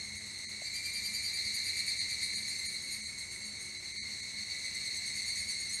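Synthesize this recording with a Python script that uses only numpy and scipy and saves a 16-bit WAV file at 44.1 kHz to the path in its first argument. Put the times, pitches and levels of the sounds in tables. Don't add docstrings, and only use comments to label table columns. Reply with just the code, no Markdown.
import sys
import numpy as np
from scipy import signal
from scipy.fft import rfft, irfft
from scipy.io import wavfile
from scipy.ndimage import uniform_filter1d

SR = 44100
rng = np.random.default_rng(int(sys.argv[2]) if len(sys.argv) > 2 else 0)


def to_wav(s):
    ch = np.atleast_2d(s).T
    pcm = np.round(np.clip(ch, -1, 1) * 32767)
    wavfile.write(sys.argv[1], SR, pcm.astype(np.int16))


def gain_from_decibels(decibels):
    exponent = np.asarray(decibels, float) / 20
    return 10 ** exponent


N = 255780
TIME_S = np.arange(N) / SR

# syllable/s, fundamental/dB, echo/dB, roughness/0-1
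VOICES = [(0.0436, -18, -6, 0.21), (0.057, -9.5, -2.5, 0.2), (0.072, -8.5, -4.5, 0.61),
          (0.0399, -10.5, 0.5, 0.31), (0.041, -8.5, -1.5, 0), (0.0383, -7.5, 3, 0.25),
          (0.041, -7.5, -10, 0.14), (0.0532, -1.5, -8.5, 0.19), (0.0556, -16, -2, 0.06),
          (0.0554, -4, -16, 0.34)]
# first syllable/s, fresh gap/s, tiring/s; gap = fresh + tiring / syllables of strength left
RHYTHM_S = [
    (.067, .1006, .0468),
    (.667, .0881, .1684),
    (1.304, .0296, 1.9073),
    (1.595, .07, .3411),
    (2.952, .1202, .0258),
    (3.865, .1143, .0138),
    (4.658, .103, 0),
    (4.567, .0669, .3619),
    (5.073, .1026, .0216),
    (5.085, .0784, .1863),
]
COUNTS = [(5, 3), (20, 1), (18, 13.9), (11, 3), (6, .7), (6, .3), (4, 3), (10, 3), (7, .7), (6, 1.9)]
# octave/dB, soft start/dB, fading/(dB/s^2), brightness/dB, its fading/(dB/s)
EFFORT = [(-50.5, -1, -4, -57.5, 1), (-38, 5, 2.5, -52.5, 1.3), (-38, 9, 3, -59, 2.5),
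          (-45, 16, 5, -56, 0.5), (-46.5, -2, 12, -55, -1), (-46.5, 7, 8, -66.5, .1),
          (-42.5, 7, -3, -54, 2), (-43.5, 4, 5, -53, -1), (-38.5, 7.5, 17, -50.5, -1),
          (-45.5, -1.2, 5, -55, 15)]
# f/Hz, lower start/Hz, overshoot/Hz, sag/(Hz/s)
TUNES_HZ = [(2216, 0, 0, 0), (2336, 27, 41, 21), (2142, 90, 0, 46), (2234, 0, 0, 13), (2216, 0, 0, 12),
            (2134, 0, 0, -70), (2186, 0, 0, -62), (2082, 70, 0, 52), (2265, 44, 8, 55), (2157, 0, 0, 24)]
CLIMB_S, WARMUP_S, UNEVEN_DB = .09, 0.08, 0.83
BRIGHT_LAG = 1.6
PITCH_ARCH = .004

UPPER_DB = [2.5, 1.5, -10, -23]
LEAD_S = [0.0053, -0.0043, 0.016, 0.0096, 0.011, 0.014, 0.011]
STRETCH = [0.89, 0.97, 0.78, 0.71, 0.96, 0.72, 1.3]
BELOW_DB = [-20, -10, -11, -1, 1, 1.5]
ABOVE_DB = [-28, -27, -16, -16, -14, -12]
RAGGED = [.9, .8, 2.2, 1.8, 4.2, 4.2]
CYCLES_PER_PULL = 7
# f/Hz, density/(dB/Hz)
RASP = [(1400, -27.5), (1900, 6), (2500, -0.5), (3200, -14.5), (3800, 1), (5200, -0.5), (7000, -2.5),
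        (8800, -5), (9800, -20), (11000, -11.5), (12000, -29), (13200, -19), (14300, -28), (15500, -19)]
NEAR_RASP_DB, CROWD_RASP_DB = -9, -7.5
UNDERTONE_DB, UNDERTONE_S = -21.5, 0.03
WOOD_T60_S, WOOD_DAMP = .7, .25
ECHO_STEP_DB = 1.3

# t/s, octave level/dB
CROWD_SWELL = [(0, -44), (.4, -44), (.9, -40.5), (1.35, -40), (1.6, -38.5), (2.2, -39.5), (2.7, -41),
               (3.2, -46), (3.7, -44), (4.0, -42.5), (4.45, -41), (5.2, -39.5), (5.5, -40), (5.8, -40.5)]
CROWD_DB = [-1, -2, -6.5, -7, -6, -20.5]
# rest level re octave/dB, share of swell not followed/ratio
CROWD_TONE = [(-5.5, 0.43), (-5, 0.45), (-17.5, 1)]
CROWD_HZ, CROWD_SPREAD_HZ, CROWD_REST_DB = 2135, 135, -42

# f/Hz, density/(dB/Hz)
AIR = [(20, -35), (50, -9), (80, -0.5), (120, -5), (170, -9), (260, -11.5), (480, -17.5), (900, -20),
       (1600, -20), (4000, -27.5), (9000, -40), (15000, -44)]
AIR_DB = -57.93
# f/Hz, width/Hz, level/dB
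HUM = [(93.5, 3.7, -68), (188.6, 1.04, -72.5), (213.9, 9.3, -64.5), (367, 3.2, -73.5), (437, 5.6, -84.5),
       (544, 1.3, -79.5)]
# start/s, end/s, f/Hz, level/dB
CRICKET = [
    (.2, 0.34, 7700, -59),
    (.62, 0.911, 7600, -57.5),
    (.96, 1.22, 7640, -65),
    (2.47, 2.65, 7550, -57),
    (3.0, 3.554, 7500, -60),
]
# t/s, peak/dB, f/Hz
TICK = [
    (0.618, -42, 645),
]

# start/s, end/s, loss/dB
DROPS = [(0.166, 0.203, 4), (0.452, 0.489, 22), (1.983, 2.007, 21), (2.35, 2.37, 16), (2.668, 2.692, 21),
         (3.01, 3.03, 13), (3.05, 3.075, 11), (3.782, 3.794, 28), (3.92, 3.946, 7), (3.973, 4.029, 28),
         (4.21, 4.227, 23)]
# low f/Hz, high f/Hz
QUIET_HZ = [(420, 1750), (2500, 3770), (4950, 5670), (7200, 7560), (9300, 10300), (11300, 16000)]
# f/Hz, level re neighbours/dB
MASK = [(4700, -40), (4900, -17), (5300, -20), (7000, -20), (7400, -14), (9200, -15), (9800, -12),
        (11000, -11), (12200, -6.5), (13200, -4), (14300, -3), (15280, -1), (15330, 40)]


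def level(x, db):
    return x * gain_from_decibels(db) / np.sqrt(np.mean(x ** 2))


def walk(rate_hz):
    hold = int(SR / rate_hz)
    steps = np.repeat(rng.standard_normal(N // hold + 1), hold)
    return 1.3 * uniform_filter1d(uniform_filter1d(steps, hold), hold)[:N]


def coloured(points):
    hz, db = np.transpose(points)
    bins_hz = np.arange(N // 2 + 1) * SR / N + 1
    gain = gain_from_decibels(np.interp(np.log(bins_hz), np.log(hz), db))
    return level(irfft(rfft(rng.standard_normal(N)) * gain, N), 0)


def scatter(partials, early=0):
    t = TIME_S[:SR]
    t60 = WOOD_T60_S / (1 + WOOD_DAMP * np.arange(len(partials)))[:, None]
    decay = np.exp(-np.log(1000) * t / t60)
    build_up = 1 - np.exp(-t / 0.0035)
    echo = rng.standard_normal((len(partials), SR)) * decay * build_up
    echo /= np.sqrt(np.sum(echo ** 2, axis=1, keepdims=True))
    return signal.fftconvolve(partials, echo, axes=1)[:, early:early + N]


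def tymbal(hz, rough):
    jittered_hz = hz * (1 + 0.00602 * rough * walk(200)[:len(hz)])
    pulls = np.cumsum(jittered_hz) / SR / CYCLES_PER_PULL + rng.random()
    angle = (2 * np.pi * (pulls % 1)).astype(np.float32)
    below, above = gain_from_decibels(np.array(BELOW_DB)), gain_from_decibels(np.array(ABOVE_DB))
    ragged = rough * walk(300)[:len(hz)]
    out = np.empty((len(RAGGED), len(hz)))
    for k, uneven in enumerate(RAGGED):
        order = CYCLES_PER_PULL * (k + 1)
        tone = np.sin(order * angle)
        tone = tone + below[k] * np.sin((order - 1.062) * angle)
        tone = tone + .5 * below[k] ** 2 * np.sin((order - 1.86) * angle)
        tone = tone + above[k] * np.sin((order + 0.91) * angle)
        out[k] = (1 + uneven * ragged) * tone
    return np.sqrt(2) * out


def syllables(t, middles, length):
    nearest = np.searchsorted((middles[1:] + middles[:-1]) / 2, t)
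    u = (t - middles[nearest]) / length
    return np.exp(-np.where(u < 0, (u / .4) ** 4, (u / .5) ** 2)), nearest


def crowd(count=26):
    partials, power = np.zeros((6, N)), 0
    for place, (pace, start) in zip(np.linspace(-1, 1, count), rng.standard_normal((count, 2))):
        gap_s = .115 * (1 + .1 * pace)
        middles = np.arange(-1, N / SR + 1, gap_s) + .05 * start
        gate = syllables(TIME_S, middles, .06)[0] * gain_from_decibels(2.5 * walk(1.3) - 6 * place ** 2)
        hz = CROWD_HZ + CROWD_SPREAD_HZ * place + 30 * walk(2)
        partials += gate * tymbal(hz, .45)
        power = power + gate ** 2
    layers = np.vstack([partials, coloured(RASP) * np.sqrt(power)])
    half_s = SR // 2
    led_in = np.hstack([layers[:, -half_s:], layers])
    layers = .25 * layers + scatter(led_in, early=half_s)
    layers /= np.sqrt(uniform_filter1d(layers ** 2, half_s, axis=1))
    db = np.interp(TIME_S, *np.transpose(CROWD_SWELL))
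    low, mid, top = (rest_db - lag * (db - CROWD_REST_DB) for rest_db, lag in CROWD_TONE)
    tone_db = np.array([low, 0 * db, mid, mid, top, top, mid / 2])
    gains_db = db + tone_db + np.array([*CROWD_DB, CROWD_RASP_DB])[:, None]
    return (layers * gain_from_decibels(gains_db)).sum(axis=0)


def traffic():
    out = level(coloured(AIR) * gain_from_decibels(0.23 * walk(3.02)), AIR_DB)
    for hz, width, db in HUM:
        skirt = [(hz - 2 * width, -60), (hz - width / 2, -6), (hz, 0), (hz + width / 2, -6), (hz + 2 * width, -60)]
        out = out + gain_from_decibels(db) * coloured(skirt)
    return out


def phrase(k, t):
    (first, fresh, tiring), (count, left) = RHYTHM_S[k], COUNTS[k]
    n = np.arange(count)
    gaps = (n > 0) * (fresh + tiring / (count - 1 + left - n))
    s = first + np.cumsum(gaps)
    top_db, soft_db, fade, bright_db, bright_fade = EFFORT[k]
    start_db = -soft_db * np.exp(-(s - first) / WARMUP_S)
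    octave_db = top_db + start_db - fade * (s - first) ** 2
    brightness_db = bright_db + BRIGHT_LAG * start_db - bright_fade * (s - first)
    hz, low_hz, over_hz, sag = TUNES_HZ[k]
    u = np.maximum(t - first, 0)
    climb_hz = (over_hz * (u / CLIMB_S) ** 2 - low_hz) * np.exp(-u / CLIMB_S)
    return s, octave_db, brightness_db, hz - sag * u + climb_hz


def near():
    direct, wet = np.zeros((2, 7, N))
    rasp = coloured(RASP)
    lead, stretch = np.array(LEAD_S)[:, None], np.array(STRETCH)[:, None]
    echo_steps = np.array([-3.5, 3.5, 2.5, -3.5, -1.5, -5.5, -3.5])
    for singer, (length, low_db, echo_db, rough) in enumerate(VOICES):
        s, db, bright, pitch = phrase(singer, TIME_S)
        db = db + UNEVEN_DB * rng.standard_normal(len(s))
        span = slice(max(int((s[0] - .1) * SR), 0), min(int((s[-1] + .1) * SR), N))
        gate, k = syllables(TIME_S[span] + lead, s, length * stretch)
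        hz = pitch[span] * (1 - PITCH_ARCH * (1 - gate[1]))
        rasp_db = (db + bright) / 2 + NEAR_RASP_DB
        gains_db = np.array([db + low_db, db, *(bright + d for d in UPPER_DB), rasp_db])
        song = np.vstack([tymbal(hz, rough), rasp[span]])
        song = song * gate * np.take_along_axis(gain_from_decibels(gains_db), k, axis=1)
        direct[:, span] += song
        wet[:, span] += song * gain_from_decibels(echo_db - ECHO_STEP_DB * echo_steps)[:, None]
    return (direct + scatter(wet)).sum(axis=0)


def cricket():
    out = 0
    for start, end, hz, db in CRICKET:
        ramp = np.clip(np.minimum(TIME_S - start, end - TIME_S) / 0.021, 0, 1)
        gate = ramp * gain_from_decibels(db + 2.3 * walk(25.26))
        out = out + gate * np.sqrt(2) * np.sin(2 * np.pi * np.cumsum(hz + 14 * walk(38)) / SR)
    return out


def twig():
    out = 0
    for s, db, hz in TICK:
        burst = np.exp(-((TIME_S - s - .003) / 0.0024) ** 2)
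        out = out + gain_from_decibels(db) * burst * np.sin(2 * np.pi * hz * (TIME_S - s))
    return out


def undertone(lead=1, first=slice(1, 7)):
    s, db, _, pitch = phrase(lead, TIME_S)
    gate, k = syllables(TIME_S, s[first], UNDERTONE_S)
    tone = np.sqrt(2) * np.sin(2 * np.pi * np.cumsum(4 / 3 * pitch) / SR)
    return gate * gain_from_decibels(db[first][k] + UNDERTONE_DB) * tone


def drop_quiet_bands(x):
    bins_hz = np.arange(N // 2 + 1) * SR / N
    inside = sum((bins_hz > low) & (bins_hz < high) for low, high in QUIET_HZ)
    quiet = irfft(rfft(x) * inside, N)
    lost = 0
    for start, end, db in DROPS:
        ramp = np.clip(np.minimum(TIME_S - start, end - TIME_S) / 0.012 + .5, 0, 1)
        lost = lost + (1 - gain_from_decibels(-db)) * ramp
    return x - lost * quiet


def thin(x, size=2048):
    hop = size // 4
    hz, _, z = signal.stft(x, SR, nperseg=size, noverlap=3 * size // 4)
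    first = np.arange(len(hz)) // 4 * 4
    power = np.abs(z) ** 2
    near_db = 10 * np.log10(uniform_filter1d(power, size=140, axis=0)[first] + 1e-18)
    band_db = 10 * np.log10(uniform_filter1d(power, size=4, axis=0, origin=-2)[first] + 1e-18)
    wander_db = 2 * walk(7)[np.minimum(np.arange(z.shape[1]) * hop, N - 1)]
    mask_db = np.interp(hz[first], *np.transpose(MASK))[:, None]
    keep = band_db - near_db > mask_db + wander_db
    return signal.istft(z * keep, SR, nperseg=size, noverlap=3 * size // 4)[1][:N]


def scene():
    return (crowd() + traffic() + near() + cricket() + twig() + undertone())[None]


def low_pass(x):
    return signal.sosfilt(signal.butter(12, 15490, fs=SR, output="sos"), x)


def record(dry):
    mix = thin(drop_quiet_bands(dry[0]))[None]
    return low_pass(mix)


dry = scene()
out = record(dry)
to_wav(out)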